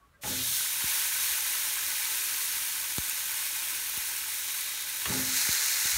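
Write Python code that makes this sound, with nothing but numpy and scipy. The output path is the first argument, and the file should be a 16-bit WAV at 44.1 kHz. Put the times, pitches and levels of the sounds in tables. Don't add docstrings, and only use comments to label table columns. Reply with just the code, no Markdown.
import sys
import numpy as np
from scipy import signal
from scipy.fft import rfft, irfft, next_fast_len
from scipy.io import wavfile
from scipy.ndimage import map_coordinates

SR = 44100
rng = np.random.default_rng(int(sys.argv[2]) if len(sys.argv) > 2 else 0)


def inscribe(sig):
    pcm = np.round(np.clip(np.atleast_2d(sig).T, -1, 1) * 32767)
    wavfile.write(sys.argv[1], SR, pcm.astype(np.int16))


N = 263521

# frequency_hz, density_db
AIR_SPECTRUM = [(18, -21), (30, 9), (71, 7), (256, -6), (787, -11.5), (970, -9), (1140, -4.5),
                (1820, -11.5), (2020, -13), (4910, -21.5), (15500, -25)]
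MUTTER_SPECTRUM = [(30, 3), (62, -1), (120, -0.5), (210, -10), (320, 3), (455, -14), (580, 6), (730, -26),
                   (1200, -13.5)]
# frequency_hz, density_db
COARSE_SPECTRUM = [(300, -25), (590, -15), (740, -24), (850, -6.5), (1100, -5.5), (1210, -10), (1290, -2.5),
                   (1390, -7), (1530, 2.5), (1780, 0), (2400, 3.5), (2900, -1.5), (3400, -10), (4500, -28)]
MEDIUM_SPECTRUM = [(2200, -42), (3100, -2), (3800, -1), (4400, 0), (4920, -4), (5400, 0), (6500, 2.5),
                   (7500, -2), (8200, -4.5), (9800, -40)]
FINE_SPECTRUM = [(6500, -29), (8100, -3), (9000, 1), (10000, -1.5), (10450, -2.5), (11100, 1.2),
                 (12300, -0.5), (13800, -1.5), (15600, -1)]
FRESH_SPECTRUM = [(400, -19.5), (740, -15), (870, -7), (1200, -8), (1600, -0.5), (2200, 2), (3150, -7),
                  (4200, 5.5), (4900, 0.5), (6350, 6.5), (7900, 1.5), (9600, 0.5), (10400, -4.5),
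                  (11000, -0.5), (15600, -1.5)]
SQUELCH_SPECTRUM = [(35, -22), (80, 5.5), (140, -5), (260, -1), (400, 2), (800, -12), (1500, -3),
                    (4000, -17)]

# frequency_hz, t60_s
ROOM_DECAY = [(200, 0.64), (2000, 0.093), (12000, 0.17)]
# centre_s, pitch_hz, level_db, half_length_s
POT_RINGS = [(0.038, 1118, -58, 0.026), (0.157, 1600, -61, 0.015), (0.15, 1985, -67, 0.014),
             (0.21, 575, -62, 0.018)]
# centre_s, level_db, half_length_s
GRIP_SHIFTS = [(0.95, -62, 0.066), (1.24, -59, 0.12), (5.962, -42, 0.03)]
# start_s, thump_level_db
HOUSING_TAPS = [(0.842, -34), (2.9834, -25), (3.9753, -39.5), (5.4907, -30), (5.854, -38.5)]

# frequency_hz, width_hz, level_db
PAN_MODES = [(83, 10, -3), (124, 13, 3), (192, 20, -10), (260, 10.4, 3.5), (406, 7.3, -3.5), (540, 26, -6),
             (590, 27, -6), (844, 19, 3)]
# frequency_hz, width_hz, level_db
FRYING_MODES = [(401, 17, 6), (1487, 31, -9), (1710, 17, -7), (2030, 51, -11), (2480, 70, -12),
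                (2620, 98, -34), (2850, 36, 0.5), (3760, 130, -7.5), (5220, 120, -13), (6800, 250, -23),
                (9730, 120, -7.5)]

# start_s, level_db, rise_s, hold_s, fall_db_per_s, frequency_hz, width_hz
STEAM_JETS = [(0.27, -40, 0.12, 0.11, 28, 3640, 1300), (0.23, -50, 0.091, 0.47, 22, 12000, 400),
              (0.43, -43, 0.07, 0.35, 25, 9800, 590), (4.2, -47, 0.38, 0.4, 25, 3900, 390)]
# start_s, peak_db, highpass_hz
FAT_SPITS = [(1.408, -15, 1500), (1.865, -13, 6000), (1.904, -15, 2500), (2.055, -14, 4000),
             (2.9825, -10, 1000), (3.097, -10, 6000), (3.969, -14.5, 4000), (3.976, -14, 6000),
             (4.166, -14, 6000), (5.662, -10, 7000)]
SMALL_SPIT_DB, SPIT_SCATTER_DB, SMALL_SPIT_HZ = -18, 0.5, 7000

# start_s, smack_db, squelch_db, folds_db, slump_s, pocket_hz, boom_db
SLICE_LANDINGS = [(0.2339, -37, -42.5, -38.5, 0.0077, 200, -48.5),
                  (5.0564, -29.5, -38, -32, 0.03, 213, -57)]
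# start_s, level_db, pitch_hz
AIR_CLAPS = [(0.245, -32.5, 774), (0.257, -34, 710), (0.274, -32, 840), (0.315, -39, 540),
             (5.124, -29.5, 835)]
SETTLE_S, REST_DB_PER_S = 0.1, 115
FOLD_S, FOLD_SCATTER_S, FOLD_SCATTER_OCTAVES = 0.023, 0.0038, 0.081

# start_s, level_db, rise_s
FACE_CATCHES = [(5.04, -33.5, 0.1), (5.25, -29.5, 0.11)]
TOUCH_S, TOUCH_RISE_S, FLAT_S = 0.21, 0.071, 0.39
WET_S, DRYING_S = 1.05, 1.81
# full_boil_db, edge_alone_db, lag_once_flat_s, rise_s, dry_loss_db
BUBBLE_BOIL = [(-38, -7, 0.05, 0.37, 5.5), (-34, -2.5, 0.02, 0.091, 5.5), (-29.5, -4.5, 0.01, 0.085, 6)]
# centre_s, level_db, half_length_s
FIZZ_SHADE = (4.78, -1.9, 0.11)
TOP_HZ = 15750


def amp(db):
    return 10 ** (np.asarray(db) / 20)


def unit(x):
    return x / np.sqrt(np.mean(x ** 2) + 1e-20)


def wobble(rate):
    return map_coordinates(rng.standard_normal(int(N * rate / SR) + 4), [np.arange(N) * rate / SR])


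def swell(start, rise, hold=np.inf, fall_db_per_s=0):
    t = np.arange(N) / SR - start
    return np.clip(t / rise, 0, 1) * amp(-fall_db_per_s * np.maximum(t - rise - hold, 0))


def bump(s, half):
    return np.exp(-((np.arange(N) / SR - s) / half) ** 2)


def filtered(x, response):
    m = next_fast_len(N + SR // 2)
    return irfft(rfft(x, m) * response(np.fft.rfftfreq(m, 1 / SR)), m)[:N]


def coloured(x, spectrum):
    f, db = np.transpose(spectrum)
    f = np.r_[f[0] / 2, f, f[-1] * 2]
    db = np.r_[db[0] - 20, db, db[-1] - 20]
    return filtered(x, lambda hz: amp(np.interp(np.log(hz + 1), np.log(f), db)))


def resonated(x, modes):
    def response(f):
        return sum(amp(db) * 1j * f * width / (centre * centre - f * f + 1j * f * width)
                   for centre, width, db in modes)
    return filtered(x, response)


def bursts(rate, spread_db):
    size = amp(spread_db * np.clip(rng.standard_normal(N), -3, 2.6))
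    happens = rng.random(N) < rate / SR
    return unit(happens * size * rng.choice([-1, 1], N))


def cracks(rate, spread_db, spray, spray_db):
    snaps = bursts(rate, spread_db)
    spray_power = signal.lfilter([1], [1, -np.exp(-2 / (spray * SR))], snaps ** 2)
    hiss = np.sqrt(np.abs(spray_power)) * rng.standard_normal(N)
    return unit(snaps + amp(spray_db) * unit(hiss))


def bubbles(low_hz, high_hz, cycles, spread_db, count):
    when, pitch, size = rng.random((count, 3)).T[:, :, None]
    k = np.arange(SR // 150)
    turns = low_hz * (high_hz / low_hz) ** pitch * k / SR
    level = amp(-spread_db * np.log(np.maximum(size, .004)))
    grain = level * np.exp(-turns / cycles) * np.sin(2 * np.pi * turns)
    places = (when * N).astype(int) + k
    return unit(np.bincount(places.ravel(), grain.ravel(), N)[:N])


def frying(spectrum, crackle, crackle_db, ring, ring_db):
    hiss = rng.standard_normal(N) + amp(crackle_db) * crackle
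    return unit(unit(coloured(hiss, spectrum)) + amp(ring_db) * unit(coloured(ring, spectrum)))


def dryness():
    return 1 - np.exp(-np.maximum(np.arange(N) / SR - TOUCH_S - WET_S, 0) / DRYING_S)


def boiling(full_db, edge_db, lag, rise, loss_db):
    edge = amp(edge_db)
    contact = edge * swell(TOUCH_S, TOUCH_RISE_S) + (1 - edge) * swell(FLAT_S + lag, rise)
    return contact * amp(full_db - loss_db * dryness())


def kitchen():
    air = amp(-64.5) * unit(coloured(rng.standard_normal(N), AIR_SPECTRUM))
    mutter = unit(coloured(bursts(rate=700, spread_db=4.5), MUTTER_SPECTRUM))
    level = swell(TOUCH_S, rise=0.38) * amp(-62 - 3.2 * dryness())
    return air + level * mutter * amp(2.0 * wobble(13))


def room(x):
    hz, t, noise = signal.stft(rng.standard_normal(SR // 3), SR, nperseg=256)
    t60 = np.interp(hz, *np.transpose(ROOM_DECAY))
    tail = signal.istft(noise * amp(-60 * t / t60[:, None]), SR, nperseg=256)[1]
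    delayed = np.pad(x, (SR // 300, 0))
    return signal.fftconvolve(delayed, tail / np.linalg.norm(tail))[:N]


def pot():
    t = np.arange(N) / SR
    return sum(amp(db) * bump(s, half) * np.sin(2 * np.pi * hz * t) for s, hz, db, half in POT_RINGS)


def handling():
    grip = sum(amp(db) * bump(s, half) for s, db, half in GRIP_SHIFTS)
    rumble = coloured(rng.standard_normal(N), [(35, -20), (65, 7.0), (110, -18), (200, -19), (400, -46)])
    return grip * unit(rumble)


def taps(start_hz=520, end_hz=56, sag=0.0016, decay=0.0075, click_hz=1500, click_decay=0.00027, click_db=9):
    out, t = np.zeros(N + SR), np.arange(SR // 10) / SR
    turns = end_hz * t + (start_hz - end_hz) * sag * (1 - np.exp(-t / sag))
    thump = np.sin(2 * np.pi * turns) * np.exp(-t / decay) * (1 - np.exp(-t / 0.00011))
    click = amp(click_db) * np.sin(2 * np.pi * click_hz * t) * np.exp(-t / click_decay)
    for s, db in HOUSING_TAPS:
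        out[round(s * SR):][:len(t)] += amp(db) * (thump + click)
    return out[:N]


def pan_boom(hz=118):
    level = sum(amp(db) * swell(s, rise=0.15, hold=0.038, fall_db_per_s=85) for s, *_, db in SLICE_LANDINGS)
    return level * np.sin(2 * np.pi * hz * np.arange(N) / SR)


def steam():
    jets = np.zeros(N)
    for s, db, rise, hold, fall, hz, width in STEAM_JETS:
        hiss = unit(resonated(rng.standard_normal(N), [(hz, width, 0)]))
        jets += amp(db) * swell(s, rise, hold, fall) * hiss
    return jets * amp(1.2 * wobble(19.2))


def spits(count=40):
    out, t = np.zeros(N + SR), np.arange(SR // 40) / SR
    small = [(rng.uniform(FLAT_S, N / SR), rng.normal(SMALL_SPIT_DB, SPIT_SCATTER_DB), SMALL_SPIT_HZ)
             for _ in range(count)]
    decay = np.exp(-t / .0003) + amp(-18) * np.exp(-t / .003)
    for s, db, hz in FAT_SPITS + small:
        burst = rng.standard_normal(len(t)) * decay
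        crack = signal.lfilter(*signal.butter(2, hz, "highpass", fs=SR), burst)
        out[round(s * SR):][:len(t)] += amp(db) * crack / np.abs(crack).max()
    return out[:N]


def smacks(decay=0.013):
    t = np.arange(N) / SR
    flash = sum(amp(db) * (t >= s) * np.exp(-np.abs(t - s) / decay) for s, db, *_ in SLICE_LANDINGS)
    noise = coloured(rng.standard_normal(N), [(400, -4), (1000, 5), (2400, 7), (3500, 1), (9000, -21)])
    return flash * unit(noise)


def flops(cycles=0.73, count=12):
    pockets, squelch = list(AIR_CLAPS), np.zeros(N)
    for s, _, squelch_db, folds_db, slump, hz, _ in SLICE_LANDINGS:
        squelch += amp(squelch_db) * swell(s - slump / 10, slump, SETTLE_S, REST_DB_PER_S)
        for k, (late, sharp, strong) in enumerate(rng.standard_normal((count, 3))):
            after = (k + 2) * FOLD_S + FOLD_SCATTER_S * late
            db = folds_db + 1.3 * strong - REST_DB_PER_S * max(after - SETTLE_S, 0)
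            pockets.append((s + after, db, hz * 2 ** (FOLD_SCATTER_OCTAVES * sharp)))
    pats, t = np.zeros(N + SR), np.arange(SR // 16) / SR
    for s, db, hz in pockets:
        push = hz * t / cycles
        envelope = push * np.exp(1 - push)
        pats[round(s * SR):][:len(t)] += amp(db) * envelope * np.sin(2 * np.pi * hz * t)
    squish = unit(coloured(bursts(rate=900, spread_db=2.5), SQUELCH_SPECTRUM))
    meat = pats[:N] + squelch * squish
    return amp(-3.0) * meat + amp(5.5) * resonated(meat, PAN_MODES)


def second_slice():
    ring = bubbles(1284, 10960, cycles=9.6, spread_db=0, count=9000)
    crackle = cracks(rate=1400, spread_db=5.5, spray=0.0041, spray_db=-1)
    boil = frying(FRESH_SPECTRUM, crackle, crackle_db=-2.5, ring=ring, ring_db=-10.0)
    contact = np.sqrt(sum((amp(db) * swell(s, rise)) ** 2 for s, db, rise in FACE_CATCHES))
    return contact * boil * amp(0.27 * wobble(150) + 0.38 * wobble(25))


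def first_slice():
    coarse, medium, fine = [boiling(*size) for size in BUBBLE_BOIL]
    shade_s, shade_db, shade_half = FIZZ_SHADE
    shade = amp(shade_db * bump(shade_s, shade_half))
    crackle = cracks(rate=1300, spread_db=3.0, spray=0.0015, spray_db=-1.5) * amp(-4.0 + 3.6 * dryness())
    sputter = amp(0.16 * wobble(170) + 0.31 * wobble(35) + 0.49 * wobble(6.4))
    low_ring = bubbles(689, 3480, cycles=5.5, spread_db=2.5, count=3500)
    mid_ring = bubbles(3032, 8150, cycles=18, spread_db=2.5, count=6000)
    top_ring = bubbles(7500, 14900, cycles=2.1, spread_db=1.0, count=9000)
    low = coarse * frying(COARSE_SPECTRUM, crackle, -1.1, low_ring, ring_db=-5)
    mid = medium * frying(MEDIUM_SPECTRUM, crackle, -9, mid_ring, ring_db=-8.5)
    top = fine * frying(FINE_SPECTRUM, crackle, 0, top_ring, ring_db=-11.0)
    return sputter * (low + mid + shade * top)


def scene():
    sizzle = first_slice() + second_slice() + steam() + spits() + smacks()
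    pan = sizzle + resonated(sizzle, FRYING_MODES) + flops() + pan_boom()
    echo = amp(-14) * room(pan)
    mono = amp(-0.8) * (pan + echo) + taps() + handling() + pot() + kitchen()
    return np.array([mono, mono])


def record(dry):
    bass_cut = signal.butter(4, 38, "highpass", fs=SR, output="sos")

    def band_limit(hz):
        return np.clip(.5 + (TOP_HZ - hz) / 200, 0, 1)
    return np.array([filtered(channel, band_limit) for channel in signal.sosfilt(bass_cut, dry)])


dry = scene()
out = record(dry)
inscribe(out)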